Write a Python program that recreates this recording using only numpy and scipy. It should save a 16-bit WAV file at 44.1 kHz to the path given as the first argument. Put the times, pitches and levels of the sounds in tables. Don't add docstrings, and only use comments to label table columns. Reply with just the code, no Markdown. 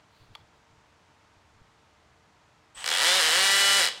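import sys
import numpy as np
from scipy import signal
from scipy.fft import rfft, irfft
from scipy.io import wavfile
from scipy.ndimage import uniform_filter1d, minimum_filter1d

SR = 44100
rng = np.random.default_rng(int(sys.argv[2]) if len(sys.argv) > 2 else 0)


def output_pcm(signal):
    pcm = np.clip(np.atleast_2d(signal).T, -1, 1) * 32767
    wavfile.write(sys.argv[1], SR, np.round(pcm).astype(np.int16))


N = 176400
T = np.arange(N) / SR
FREQS = np.fft.rfftfreq(N, 1 / SR)


def amp(db):
    return 10 ** (np.asarray(db) / 20)


def unit(x):
    return x / np.sqrt(np.mean(x ** 2) + 1e-20)


def curve(points, t):
    return np.interp(t, *np.transpose(points))


def at_pitch(points, hz):
    f, value = np.transpose(points)
    return np.interp(np.log(hz + 1), np.log(f + 1), value)


def through(x, response):
    return signal.fftconvolve(x, response)[:N]


def colour(x, points, size=4096):
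    log_gain = np.log(amp(at_pitch(points, abs(np.fft.fftfreq(size, 1 / SR)))))
    response = np.fft.ifft(np.exp(np.conj(signal.hilbert(log_gain)))).real[:size // 2]
    return through(x, response / np.linalg.norm(response))


def clicks(times, gains):
    out, at = np.zeros(N), np.clip(times * SR, 0, N - 2)
    np.add.at(out, at.astype(int), gains * (1 - at % 1))
    np.add.at(out, at.astype(int) + 1, gains * (at % 1))
    return out


def ring(modes):
    t = T[:SR // 2]
    return sum((-1) ** k * amp(db) * np.exp(-np.log(1000) * t / t60) * np.sin(2 * np.pi * hz * t)
               for k, (hz, db, t60) in enumerate(modes))


def waver(hz):
    return unit(irfft(rfft(rng.standard_normal(N)) * np.exp(-(FREQS / hz) ** 2), N))


# (frequency [Hz], level [dB])
AIR_TONE = [(15, -51), (25, -20), (75, 2), (231, -6), (271, -12), (301, -9), (415, -9.5), (450, -11),
            (927, -5), (7090, -23), (15000, -46)]
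# (frequency [Hz], level [dB])
HUM_TONES = [(301.5, -79), (453, -77.5), (604, -80.5), (908, -80.5), (1254, -83.5)]
def background(air_db=-62):
    hum = sum(amp(db) * np.sqrt(2) * np.sin(2 * np.pi * (hz * T + rng.random())) for hz, db in HUM_TONES)
    return amp(air_db) * colour(rng.standard_normal(N), AIR_TONE) + hum


# (frequency [Hz], time to fade 60 dB [s])
ROOM_FADE = [(200, 1), (1000, 0.23), (3000, 0.47), (8000, 0.32), (15000, 0.12)]
def room(x, delay_s=.004):
    hz, t, noise = signal.stft(rng.standard_normal(SR // 2), SR, nperseg=256)
    fade = np.exp(-np.log(1000) * t / at_pitch(ROOM_FADE, hz)[:, None])
    tail = signal.istft(noise * fade, SR)[1]
    tail *= T[:len(tail)] > delay_s
    return through(x, tail / np.linalg.norm(tail))


# (start [s], length [s], level [dB])
HAND_BUMPS = [(.2, 0.069, -57.5), (.27, 0.092, -58), (.385, 0.07, -60), (.69, .11, -67), (1.36, 0.033, -64),
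              (1.52, 0.074, -62), (1.6, 0.034, -54), (2.105, 0.029, -61), (2.755, .035, -55)]
# (frequency [Hz], level [dB])
BUMP_TONE = [(25, 4), (60, -6), (110, 8), (180, -10.5), (350, -16), (1500, -72)]
# (start [s], length [s], level [dB])
FINGER_RUBS = [(.08, 0.23, -68), (.29, 0.15, -72), (.54, .05, -79), (2.32, 0.028, -79)]
# (frequency [Hz], level [dB])
RUB_TONE = [(500, -25), (3200, 1), (4000, 6), (4700, 6), (5600, -25), (9000, -13.5), (15000, -15)]
def handling():
    out = np.zeros(N)
    for touches, tone in (HAND_BUMPS, BUMP_TONE), (FINGER_RUBS, RUB_TONE):
        swells = sum(amp(db) * np.sin(np.pi * np.clip((T - start) / length, 0, 1))
                     for start, length, db in touches)
        out += swells * colour(rng.standard_normal(N), tone)
    return out


# (time [s], frequency [Hz], level [dB], time to fade 60 dB [s])
COLLAR_RINGS = [(0.3519, 3350, -32, 0.014), (.3511, 2600, -39, 0.015), (.3511, 2080, -40.5, 0.015),
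                (0.3532, 11200, -49, .005), (0.354, 4450, -42.5, 0.023), (0.3559, 915, -34.5, 0.02),
                (0.3546, 1190, -36.5, 0.022)]
# (frequency [Hz], level [dB])
TICK_TONE = [(300, -30), (900, -3), (3500, 6), (6000, -7), (12000, -18), (16000, -32)]
def collar_click(tick_db=-49, tick_s=.0011, low_cut_hz=750):
    rings = sum(through(clicks(np.array([s]), .74), ring([mode])) for s, *mode in COLLAR_RINGS)
    rings = signal.sosfilt(signal.butter(2, low_cut_hz, "high", fs=SR, output="sos"), rings)
    taps = clicks(np.array(COLLAR_RINGS)[:, 0], amp(tick_db))
    ticks = through(taps, np.exp(-T[:SR // 20] / tick_s)) * rng.standard_normal(N)
    return rings + colour(ticks, TICK_TONE)


# (time [s], level [dB])
WHINE_LOUDNESS = [(2.745, -90), (2.749, -54), (2.78, -49), (2.85, -47), (3.05, -71), (3.85, -60),
                  (3.9, -90)]
def whine(centre_hz=8050, width_hz=400):
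    band = np.exp(-((FREQS - centre_hz) / width_hz) ** 2)
    noise = unit(irfft(rfft(rng.standard_normal(N)) * band, N))
    return noise * amp(curve(WHINE_LOUDNESS, T)) * (T > WHINE_LOUDNESS[0][0])


# (time [s], level [dB])
GEAR_LOUDNESS = [(2.75, -57.5), (2.775, -44.5), (2.83, -41.5), (2.93, -31), (3.1, -29.5), (3.8, -33.5),
                 (3.89, -39.5), (3.95, -48), (4.0, -50)]
# (frequency [Hz], level [dB])
GEAR_TONE = [(88, -77), (150, -16), (278, -48), (505, -12.5), (936, -2.5), (1050, -3), (1400, -7.5),
             (1980, -3), (2180, -9.5), (3340, -0.5), (4120, -13), (5510, -12.5), (8250, -14), (9090, -18),
             (15000, -36)]
def gears(ticks_per_s=2500, spread_db=2):
    teeth = (rng.random(N) < ticks_per_s / SR) * rng.choice([-1, 1], N)
    ticks = teeth * amp(spread_db * rng.standard_normal(N))
    return unit(colour(ticks, GEAR_TONE)) * amp(curve(GEAR_LOUDNESS, T)) * (T > GEAR_LOUDNESS[0][0])


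# (time [s], pitch [Hz], level [dB])
SQUEAL_PATH = [(2.885, 3150, -55), (2.915, 3280, -32), (2.955, 3420, -30), (2.995, 3450, -52)]
def squeal(wander_hz=59.3):
    times, hz, db = np.transpose(SQUEAL_PATH)
    cycles = np.cumsum(np.interp(T, times, hz) + wander_hz * waver(170)) / SR
    level = amp(np.interp(T, times, db)) * (T > times[0]) * (T < times[-1])
    return level * np.sin(2 * np.pi * cycles)


# (time [s], rate [snaps/s])
SNAP_RATE = [(2.843, 32.4), (2.872, 75.7), (2.905, 79), (2.93, 86), (2.968, 86), (3.0, 112), (3.04, 159.3),
             (3.078, 177), (3.146, 187), (3.182, 190), (3.22, 159), (3.268, 159), (3.306, 157.2),
             (3.378, 186.4), (3.446, 194.3), (3.548, 197.5), (3.785, 197.9), (3.815, 172), (3.85, 148),
             (3.866, 100.6), (3.892, 72)]
# (pitch [multiple of the snap rate], level at full rate [dB])
MOTOR_TONES = [(19.48, -36), (31.68, -40)]
def motor_song(full_rate=190, waver_db=6.5):
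    rate = curve(SNAP_RATE, T)
    cycles = np.cumsum(rate) / SR + .002 * waver(16)
    level = (rate / full_rate) ** 2.3 * (T > SNAP_RATE[0][0]) * (T < SNAP_RATE[-1][0])
    return level * sum(amp(db + waver_db * waver(9.6)) * np.sin(2 * np.pi * (k * cycles + rng.random()))
                       for k, db in MOTOR_TONES)


# (frequency [Hz], level [dB])
HOUSING_TONE = [(60, -57), (190, -27), (390, -18.5), (540, -7.5), (660, -17), (770, -11), (920, -15),
                (1090, -12), (1380, -6), (1700, -4.5), (1860, -3), (1980, 0.5), (2140, -14.5), (2300, 0.5),
                (2420, -12.5), (2770, -9), (2965, 2), (3130, -8), (3360, -3.5), (3540, -11.5), (3950, -2.5),
                (4500, -9), (5150, -7), (5700, -18), (8500, -17), (15800, -40.5)]
CROSSING_S = .002191
def housing(knocks):
    phase_lag = 4 * np.pi * np.sqrt(1000 * FREQS) * CROSSING_S
    return colour(irfft(rfft(knocks) * np.exp(-1j * phase_lag), N), HOUSING_TONE)


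# (frequency [Hz], level [dB])
BALL_TONE = [(60, -57), (100, -25.5), (190, -30), (280, -25), (400, -18), (520, -12), (660, -20.5),
             (800, -10.5), (1230, -11), (1750, -0.5), (2350, -6), (3030, -1), (3550, -4), (3900, -2),
             (5200, -2.5), (6300, -8.5), (8500, -5.5), (11000, -15.5), (15800, -25.5)]
# (frequency [Hz], level [dB], time to fade 60 dB [s])
STEEL_RINGS = [(2170, -52, .5), (2568, -50, .6), (2960, -53, .5), (3330, -46, .13), (3478, -49, .6),
               (5114, -55, .4)]
def ball_rattle(hits, rattle_db=-13, steel_db=-15, decay_s=.00068):
    running = (T >= SNAP_RATE[0][0]) & (T < SNAP_RATE[-1][0])
    bursts = rng.standard_normal(N) * running * through(hits, np.exp(-T[:SR // 20] / decay_s))
    rattle = amp(rattle_db) * colour(bursts, BALL_TONE)
    return rattle + amp(steel_db) * through(rattle, ring(STEEL_RINGS))


# (time [s], level [dB])
SNAP_FORCE = [(2.843, -10), (2.875, -3.5), (2.94, -3.5), (3.0, -3.5), (3.06, 1), (3.18, -1.5), (3.28, -0.5),
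              (3.42, 0), (3.6, 1.5), (3.8, 2), (3.86, -2), (3.89, -6.5)]
# (delay when slow [s], level [dB], scatter [s])
BALL_HITS = [(-.0028, -2.5, 0.000245), (0, -2.5, 0.000099), (.001, -9, 0.000424)]
def clutch(knock_db=2, knock_spread_db=.9, hit_spread_db=1.5, jitter_s=8e-6, crowding_rate=90):
    t = T[(T >= SNAP_RATE[0][0]) & (T < SNAP_RATE[-1][0])]
    count = np.cumsum(curve(SNAP_RATE, t)) / SR
    times = np.interp(np.arange(int(count[-1]) + 1), count, t)
    force = amp(curve(SNAP_FORCE, times))

    def strikes(delay, db, scatter, spread_db):
        late, strong = rng.standard_normal((2, len(times)))
        return clicks(times + delay + scatter * late, force * amp(db + spread_db * strong))

    knocks = strikes(-CROSSING_S / 2, knock_db, jitter_s, knock_spread_db)
    squeeze = np.minimum(1, crowding_rate / curve(SNAP_RATE, times)) ** .7
    hits = sum(strikes(delay * squeeze, db, scatter, hit_spread_db) for delay, db, scatter in BALL_HITS)
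    return housing(knocks) + ball_rattle(hits)


def scene(drill_echo_db=-13.5, hands_echo_db=-19):
    drill = clutch() + motor_song() + squeal() + gears() + whine()
    hands = collar_click() + handling()
    echo = room(amp(drill_echo_db) * drill + amp(hands_echo_db) * hands)
    return (background() + echo + hands + drill)[None]


def record(dry, ceiling_db=-12.5, limiter_s=.00067, top_hz=15900):
    span = int(limiter_s * SR)
    gain = np.minimum(1, amp(ceiling_db) / (abs(dry) + 1e-9))
    limited = dry * uniform_filter1d(minimum_filter1d(gain, span), span)
    low_pass = signal.firwin(511, top_hz, window=("kaiser", 9), fs=SR)
    return signal.oaconvolve(limited, low_pass[None], "same")


dry = scene()
out = record(dry)
output_pcm(out)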